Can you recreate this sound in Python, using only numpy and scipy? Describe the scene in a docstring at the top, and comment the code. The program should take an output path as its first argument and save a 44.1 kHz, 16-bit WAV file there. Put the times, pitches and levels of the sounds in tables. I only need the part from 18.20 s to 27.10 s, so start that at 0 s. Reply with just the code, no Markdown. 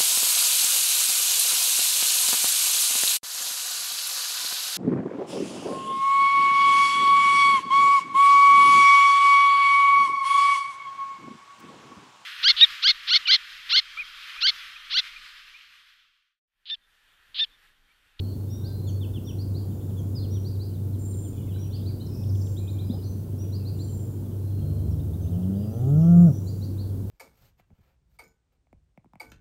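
"""Dawn in a valley, heard from high in a tree over a low hum, a far rumble and microphone hiss (shaped noise).
From the start small birds chirp, whistle and twitter in the echoing canopy: gliding tones with noise-like tails.
Thin two-voiced calls join from 2.8 s; at 4.7 s something knocks once on wood: decaying modes and a scuff.
From 6.3 to 8.2 s a distant cow moos, groan to bellow: fold harmonics through throat and mouth, with a far echo.
Buzzes seesaw between two pitches from 7.6 s; the nearest bird, singing since 0.3 s, sings last after the moo."""
import sys
import numpy as np
from scipy import signal
from scipy.fft import rfft, irfft, next_fast_len
from scipy.io import wavfile
from scipy.ndimage import map_coordinates

SR = 44100
rng = np.random.default_rng(int(sys.argv[2]) if len(sys.argv) > 2 else 0)


def wrap_up_sound(samples):
    """Save the sound to the file named by the first command line argument, as 16-bit audio."""
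    columns = np.atleast_2d(samples).T
    # keep every value between -1 and 1, then stretch to whole-number steps
    tamed = np.clip(columns, -1, 1)
    steps = np.round(tamed * 32767).astype(np.int16)
    wavfile.write(sys.argv[1], SR, steps)


N = 392490


def amp(db):
    """Decibels to gain."""
    return 10 ** (np.asarray(db) / 20)


def unit(x):
    """Scale to rms 1."""
    return x / np.sqrt(np.mean(x ** 2) + 1e-20)


def along(points, hz):
    """(f/Hz, value) points interpolated on a log frequency axis."""
    f, v = np.transpose(points)
    return np.interp(np.log(hz + 1), np.log(f + 1), v)


def curve(points):
    """(t/s, value) points interpolated to one value per sample."""
    s, v = np.transpose(points)
    return np.interp(np.arange(N) / SR, s, v)


def wobble(rate_hz, size=N):
    """Smooth random curve, rate_hz knots a second."""
    knots = rng.standard_normal(int(size * rate_hz / SR) + 4)
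    return map_coordinates(knots, [np.arange(size) * rate_hz / SR])


def tone(hz):
    """Sine that follows a frequency path."""
    return np.sin(2 * np.pi * np.cumsum(hz) / SR)


def filtered(x, response):
    """x through a gain that is a function of frequency."""
    m = next_fast_len(N + SR // 2)
    return irfft(rfft(x, m) * response(np.fft.rfftfreq(m, 1 / SR)), m)[:N]


def noise(spectrum):
    """Gaussian noise of the given density in dB per Hz."""
    return filtered(rng.standard_normal(N), lambda hz: np.sqrt(SR / 2) * amp(along(spectrum, hz)))


def add(track, s, sound):
    """Mix a sound into the track at time s."""
    part = track[max(round(s * SR), 0):][:len(sound)]
    part += sound[:len(part)]


def echoes(x, t60_s, wet_db):
    """Direct sound plus scatter from trunks and leaves: a decaying noise tail."""
    t = np.arange(SR * 3 // 4) / SR
    onset = 1 - np.exp(-t / .008)
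    tail = rng.standard_normal(len(t)) * amp(-60 * t / t60_s) * onset
    wet = signal.fftconvolve(x, tail / np.linalg.norm(tail))
    return np.pad(x, (0, len(t) - 1)) + amp(wet_db) * wet


# microphone self-noise: f/Hz, density/dB per Hz
HISS_SPECTRUM = [(2100, -107), (3000, -104.5), (6500, -103.6), (10000, -100.8), (13000, -97.8),
                 (15500, -96.3)]


def hiss():
    """Microphone self-noise: even in time, rising with frequency."""
    return noise(HISS_SPECTRUM)


# valley rumble before its swell: f/Hz, density/dB per Hz
RUMBLE_SPECTRUM = [(20, -75), (32, -71), (55, -61.5), (110, -54.5), (200, -61.5), (330, -65.5),
                   (450, -72.5), (570, -80), (750, -86.5), (1000, -91), (1250, -97), (1500, -98),
                   (1800, -108.4), (2600, -125.4)]


def rumble(swell_db=.5):
    """Low noise of the valley that swells a little."""
    return amp(swell_db * wobble(4)) * noise(RUMBLE_SPECTRUM)


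# drone tones before their waver: f/Hz, rms level/dB
HUM_TONES = [(96.9, -30), (122, -46.5)]


def hum(drift_rad=0.79, waver_db=1.6):
    """Far machinery: sines with slow random phase and level."""
    t = np.arange(N) / SR
    out = np.zeros(N)
    for hz, db in HUM_TONES:
        level = np.sqrt(2) * amp(db + waver_db * wobble(5.1))
        out += level * np.sin(2 * np.pi * hz * t + drift_rad * wobble(1.32))
    return out


def chirps(rows, bend, t60_s, wet_db, gain_db=0):
    """Each chirp: one pure tone, a half-sine swell, sliding along a bent path."""
    out = np.zeros(N)
    for s, length_s, start_hz, end_hz, db in rows:
        u = np.linspace(0, 1, max(int(length_s * SR), 2))
        hz = start_hz + (end_hz - start_hz) * u ** bend + 55 * wobble(224, len(u))
        note = np.abs(np.sin(np.pi * u)) * tone(hz)
        add(out, s, echoes(amp(db + gain_db) * note, t60_s, wet_db))
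    return out


def whistles(rows, scoop=0.074, scoop_s=0.0097, arch=0.018):
    """Notes scoop up to an arched pitch; fast flutter of the syrinx makes some buzz."""
    out = np.zeros(N)
    for s, length_s, pitch_hz, db, buzz_hz in rows:
        t = np.arange(max(int(length_s * SR), 2)) / SR
        swell = np.abs(np.sin(np.pi * t / t[-1]))
        path = 1 - scoop * np.exp(-t / scoop_s) + arch * (swell - .7)
        hz = pitch_hz * path + buzz_hz * wobble(500, len(t))
        note = np.sqrt(swell) * tone(hz)
        add(out, s, echoes(amp(db) * note, t60_s=.6, wet_db=-4))
    return out


def repeated(runs):
    """One note repeated at an even pace: one row per note."""
    return [(s + k * step_s, *note) for s, notes, step_s, *note in runs for k in range(round(notes))]


# bouts of far birds: t/s, length/s, centre f/Hz, notes per s, mean level/dB before gain
TWITTER_BOUTS = [(0, 8.9, 3420, 6, -66), (3.081, .55, 3290, 38, -60.5), (3.15, .3, 2375, 26, -67),
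                 (5.037, 0.54, 2780, 15, -67.5), (6.2, .7, 3100, 14, -70), (7, .9, 3046, 46, -68.5)]


def twitter(gain_db=-1, pitch_spread=0.123, level_spread_db=3):
    """Far birds: randomly scattered short slurs, most of them falling, blurred by the trees."""
    rows = []
    for s, length_s, pitch_hz, rate_hz, db in TWITTER_BOUTS:
        for when, high, slide, loud in rng.uniform(-1, 1, (int(length_s * rate_hz), 4)):
            hz = pitch_hz * (1 + pitch_spread * high)
            fall = .1 * (slide + .6)
            start_s = s + length_s * (when + 1) / 2
            rows.append((start_s, .026, hz * (1 + fall), hz * (1 - fall), db + level_spread_db * loud))
    return chirps(rows, bend=1, t60_s=.45, wet_db=-1, gain_db=gain_db)


SEESAW_S, SEESAW_STEP_S, SEESAW_NOTE_S = 7.59, .143, .2
SEESAW_HIGH_HZ, SEESAW_LOW_HZ, SEESAW_BUZZ_HZ, SEESAW_DB = 7103, 5810, 351, -62.5


def seesaw(count=6, last_db=-5, flutter_db=3.1):
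    """Far buzzes alternate between two pitches and run together in the trees; the last is softer."""
    rows = []
    for k in range(count):
        hz = SEESAW_LOW_HZ if k % 2 else SEESAW_HIGH_HZ
        db = SEESAW_DB + last_db * (k == count - 1)
        rows.append((SEESAW_S + k * SEESAW_STEP_S, SEESAW_NOTE_S, hz, db, SEESAW_BUZZ_HZ))
    buzzes = whistles(rows) * amp(flutter_db * wobble(45))
    return echoes(buzzes, t60_s=0.98, wet_db=-5)[:N]


# two-voiced calls: t/s, length/s, level/dB, upper voice re lower/dB
THIN_CALL_ROWS = [(2.789, 0.33, -52, -3), (4.147, 0.41, -59.5, -6), (5.563, 0.38, -58.5, -7)]


def thin_calls(lower_hz=7350, upper_hz=8800, droop=0.086, quiver_hz=60, flutter_db=3):
    """Both sides of the syrinx whistle at once on a quivering arch that sags at the end."""
    out = np.zeros(N)
    for s, length_s, db, upper_db in THIN_CALL_ROWS:
        u = np.linspace(0, 1, int(length_s * SR))
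        arch = 1 - droop * (u - .36) ** 2
        swell = np.abs(np.sin(np.pi * u ** .7)) ** .4
        for pitch_hz, voice_db in (lower_hz, 0), (upper_hz, upper_db):
            hz = pitch_hz * arch + quiver_hz * wobble(198, len(u))
            level = amp(db + voice_db + flutter_db * wobble(120.4, len(u)))
            add(out, s, echoes(level * swell * tone(hz), t60_s=.8, wet_db=-4))
    return out


# lone notes and one brief tick: t/s, length/s, f/Hz, level/dB, buzz depth/Hz
LONE_NOTES = [(0, .16, 4320, -56, 155), (.264, 0.27, 3680, -61, 97), (.421, 0.14, 1563, -63, 4),
              (.479, 0.18, 4140, -58, 97), (.65, 0.15, 4420, -56.5, 11), (1.302, 0.73, 7060, -68.5, 100),
              (1.99, 0.063, 4240, -51, 70), (3.33, .073, 3935, -58.5, 10), (3.359, .008, 1590, -54, 5),
              (3.79, .065, 3050, -63, 10), (3.87, 0.21, 5330, -58, 350), (3.9, .17, 2550, -69, 30),
              (4.045, 0.34, 5680, -59, 620), (4.4, 0.1, 2480, -63, 54), (4.53, .12, 2400, -66, 55),
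              (4.636, 0.21, 4960, -60, 51), (4.821, 0.07, 4380, -54.5, 200), (4.836, .13, 6050, -59, 85),
              (5.568, 0.24, 5840, -68, 65), (6.192, 0.54, 4170, -66.5, 86), (7.008, .066, 6250, -60, 31),
              (7.34, 0.19, 4820, -64.5, 44), (7.501, 0.11, 6050, -63, 53)]


def lone_notes():
    """Lone whistles from clear to buzzing, and a short low tick at 3.36 s."""
    return whistles(LONE_NOTES)


# runs of upslurs: t/s, notes, step/s, note length/s, start f/Hz, end f/Hz, peak level/dB
RISING_RUNS = [(3.799, 1, .1, 0.033, 3650, 4340, -49), (4.36, 4, 0.11, 0.041, 2980, 4390, -49),
               (5.5, 1, .1, 0.11, 2350, 3040, -73), (6.791, 3, .138, .026, 3280, 3960, -60)]


def rising_runs():
    """Upslurs that climb fastest at first."""
    return chirps(repeated(RISING_RUNS), bend=.8, t60_s=.45, wet_db=-4.5)


# runs of downslurs: t/s, notes, step/s, note length/s, start f/Hz, end f/Hz, peak level/dB
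FALLING_RUNS = [(.665, 1, .1, .043, 3630, 2750, -50.5), (.803, 3, 0.13, .058, 3660, 2380, -47.5),
                (.667, 1, .1, 0.046, 7070, 5500, -50.5), (1.506, 3, .092, 0.028, 3600, 2600, -65),
                (1.762, 1, 0.089, 0.053, 3510, 2990, -55.5), (1.779, 1, .1, .037, 6650, 5440, -58),
                (1.948, 1, .1, .052, 5100, 4100, -41.5), (2.01, 2, .123, 0.059, 3890, 2490, -55.5),
                (2.338, 4, .194, .036, 4350, 2830, -61), (3.03, 5, .124, .056, 3630, 2710, -61),
                (3.676, 1, .1, .045, 2490, 1980, -64), (3.861, 2, .084, 0.017, 6000, 4100, -52),
                (4.088, 2, 0.12, .021, 5800, 4180, -50), (4.031, 3, .116, 0.0163, 3830, 2470, -56),
                (6.705, 1, .1, .032, 5750, 5100, -60), (7.126, 8, .102, 0.017, 3400, 2700, -62),
                (3.12, 2, 0.14, .05, 2650, 2050, -70)]


def falling_runs():
    """Downslurs that drop ever faster."""
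    return chirps(repeated(FALLING_RUNS), bend=1.7, t60_s=.4, wet_db=-7)


SLUR_S, SLUR_START_HZ, SLUR_END_HZ = 0.054, 3720, 5230  # first upslur of a song
SLUR_SAG, SLUR_FADE_DB, SLUR_SLOWING = 0.028, 0.1, 1.1  # per note: lower, softer, later
LEAD_S, LEAD_LENGTH_S, LEAD_BUZZ_HZ = .138, 0.076, 45  # whistle: time ahead of the slurs, length, buzz
# nearest bird: first slur t/s, slurs, first step/s, first slur level/dB, whistle f/Hz, whistle level/dB
SONG_ROWS = [(0.436, 1, .15, -48, 5670, -52), (1.18, 2, .16, -48.5, 5720, -54),
             (2.242, 2, 0.15, -48.5, 5780, -51.5), (3.521, 2, 0.13, -48, 5800, -54.5),
             (5.321, 3, .126, -48, 5810, -52.5), (8.26, 3, 0.15, -50.5, 5900, -56)]


def songs():
    """Nearest bird: a short high whistle leads into upslurs that sink, soften and slow down."""
    leads, slurs = [], []
    for s, notes, step_s, db, lead_hz, lead_db in SONG_ROWS:
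        leads.append((s - LEAD_S, LEAD_LENGTH_S, lead_hz, lead_db, LEAD_BUZZ_HZ))
        for k in range(round(notes)):
            sag = 1 - SLUR_SAG * k
            slurs.append((s, SLUR_S, SLUR_START_HZ * sag, SLUR_END_HZ * sag, db - SLUR_FADE_DB * k))
            s = s + step_s * SLUR_SLOWING ** k
    return whistles(leads) + chirps(slurs, bend=.85, t60_s=0.47, wet_db=-2.5)


# blow: t/s, level/dB before gain, applied to the summed modes
KNOCK_BLOWS = [(4.699, -23)]
# wood modes: f/Hz, relative level/dB, t60/s
WOOD_MODES = [(209, 12, 0.052), (236, 6, 0.088), (310, -19, 0.031)]
# scuff, later scaled to rms 1: f/Hz, relative density/dB per Hz
SCUFF_SPECTRUM = [(300, -12), (520, -1), (780, -1), (950, -14), (2000, -40)]


def knock(gain_db=-3, attack_s=0.0034, scuff_db=-49):
    """A soft blow rings the low modes of wood; a brief noise scuff follows."""
    out, t = np.zeros(N), np.arange(SR // 3) / SR
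    modes = sum(amp(db - 60 * t / t60_s) * np.sin(2 * np.pi * hz * t) for hz, db, t60_s in WOOD_MODES)
    ring = modes * (1 - np.exp(-t / attack_s))
    scuff = unit(noise(SCUFF_SPECTRUM))[:len(t)] * np.exp(-((t - .05) / .035) ** 2)
    for s, db in KNOCK_BLOWS:
        add(out, s, amp(db + gain_db) * ring + amp(scuff_db) * scuff)
    return out


MOO_ATTACK_S, MOO_RELEASE_S = .12, 0.079  # time to swell and to die by 40 dB
GROAN_DB, GROAN_END_S = 10.5, 7.15  # slack folds favour the fundamental until the cow starts to push
PRESS_S, PRESS_WIDTH_S, PRESS_DB = 7.4, 0.14, -18  # pressed folds starve it just before the bellow
TWANG_HZ, TWANG_WIDTH_HZ, TWANG_DB = 1880, 180, 21.5  # and add a nasal twang
BREAK_S, BREAK_JITTER = 0.026, 0.052  # pitch turns ragged as the breath runs out
BLUFF_DELAY_S, BLUFF_DB = .22, -27.5  # the moo's echo across the valley
# fold pitch before jitter: t/s, f/Hz
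MOO_PITCH_PATH = [(6.25, 70.6), (6.328, 69.27), (6.454, 74.12), (6.688, 74.16), (7.056, 80.75),
                  (7.422, 102.4), (7.59, 117.4), (7.8, 159.7), (7.904, 171.5), (8.03, 174.9),
                  (8.066, 164.7), (8.114, 130.6), (8.13, 130.4)]
# effort before gain: t/s, level/dB
MOO_EFFORT_PATH = [(6.38, -41), (6.426, -32.5), (7.004, -42), (7.152, -29.5), (7.276, -28.5), (7.578, -26),
                   (7.712, -17.5), (8.026, -12), (8.094, -14)]
# mouth: t/s, opening 0-1
MOUTH_PATH = [(6.8, 0.2), (7.1, 0.44), (7.28, 0.17), (7.501, 0.36), (7.57, 0.87), (7.72, 0.32),
              (7.85, 0.52), (8.04, 0.21)]
# throat and muzzle response: f/Hz, relative level/dB
THROAT_RESPONSE = [(70, -2), (120, -3), (175, 0), (205, -2.5), (235, -18), (285, -17), (335, -27),
                   (420, -23), (520, -31.5), (650, -34), (825, -42.5), (885, -58), (1000, -56), (1220, -44),
                   (1400, -43), (1540, -70), (1750, -69), (1950, -71), (2300, -95)]


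def cow(jitter=0.0039, rasp_db=-13, mouth_db=10, closed_hz=555, travel_hz=350, width_hz=70,
        resonance_db=8, strain=0.44, uneven_db=2.0, gain_db=1):
    """Fold harmonics glide through the throat; an opening mouth brightens them and raises its resonance."""
    t = np.arange(N) / SR
    start_s, end_s = MOO_EFFORT_PATH[0][0], MOO_EFFORT_PATH[-1][0]
    outside = np.maximum((start_s - t) / MOO_ATTACK_S, (t - end_s) / MOO_RELEASE_S)
    on = outside < 1
    pitch_hz, effort_db, mouth = (curve(p)[on] for p in (MOO_PITCH_PATH, MOO_EFFORT_PATH, MOUTH_PATH))
    effort_db = effort_db - 40 * np.maximum(outside[on], 0)
    t, size = t[on], len(pitch_hz)

    slack_s = [t[0], (t[0] + GROAN_END_S) / 2, GROAN_END_S - .1, GROAN_END_S]
    slack = np.interp(t, slack_s, [-1, 1, 1, 0])
    press = np.exp(-((t - PRESS_S) / PRESS_WIDTH_S) ** 2)
    fundamental_db = GROAN_DB * slack + PRESS_DB * press
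    ragged = BREAK_JITTER * np.exp(-((t - end_s) / BREAK_S) ** 2) * wobble(150, size)
    phase = 2 * np.pi * np.cumsum(pitch_hz * (1 + jitter * wobble(50, size) + ragged)) / SR

    voice = np.zeros(size)
    for k in range(1, 25):
        hz = k * pitch_hz
        opening_db = mouth_db * (mouth - .4) * np.clip((hz - 250) / 400, 0, 1)
        formant_db = resonance_db / (1 + ((hz - closed_hz - travel_hz * mouth) / width_hz) ** 2)
        # a harder push snaps the folds shut: a brighter top
        strain_db = strain * np.maximum(effort_db + 11, -10) * np.clip((hz - 850) / 250, 0, 1)
        twang_db = TWANG_DB * press ** .25 * np.exp(-((hz - TWANG_HZ) / TWANG_WIDTH_HZ) ** 2)
        # each overtone wavers by itself
        own_db = fundamental_db if k == 1 else uneven_db * wobble(8.41, size)
        total_db = along(THROAT_RESPONSE, hz) + opening_db + formant_db + strain_db + twang_db + own_db
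        rasp = 1 + amp(rasp_db) * min(k / 3, 1) * wobble(90, size)  # least on the fundamental
        lag_rad = rng.uniform(0, np.pi / 2)  # nearly in step: one pulse per cycle
        voice += amp(total_db) * rasp * np.sin(k * phase + lag_rad)

    out = np.zeros(N)
    moo = echoes(np.sqrt(2) * amp(effort_db + gain_db) * voice, t60_s=.45, wet_db=-21)
    add(out, t[0], moo)
    add(out, t[0] + BLUFF_DELAY_S, amp(BLUFF_DB) * moo)
    return out


def scene():
    """Background, birds, knock and cow at one microphone."""
    background = hiss() + rumble() + hum()
    far_birds = twitter() + seesaw()
    birds = far_birds + thin_calls() + lone_notes() + rising_runs() + falling_runs() + songs()
    return (background + birds + knock() + cow())[None]


TOP_HZ = 15780


def record(dry):
    """Band limit: nothing at or above TOP_HZ passes."""
    return filtered(dry[0], lambda hz: hz < TOP_HZ)[None]


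dry = scene()
out = record(dry)
wrap_up_sound(out)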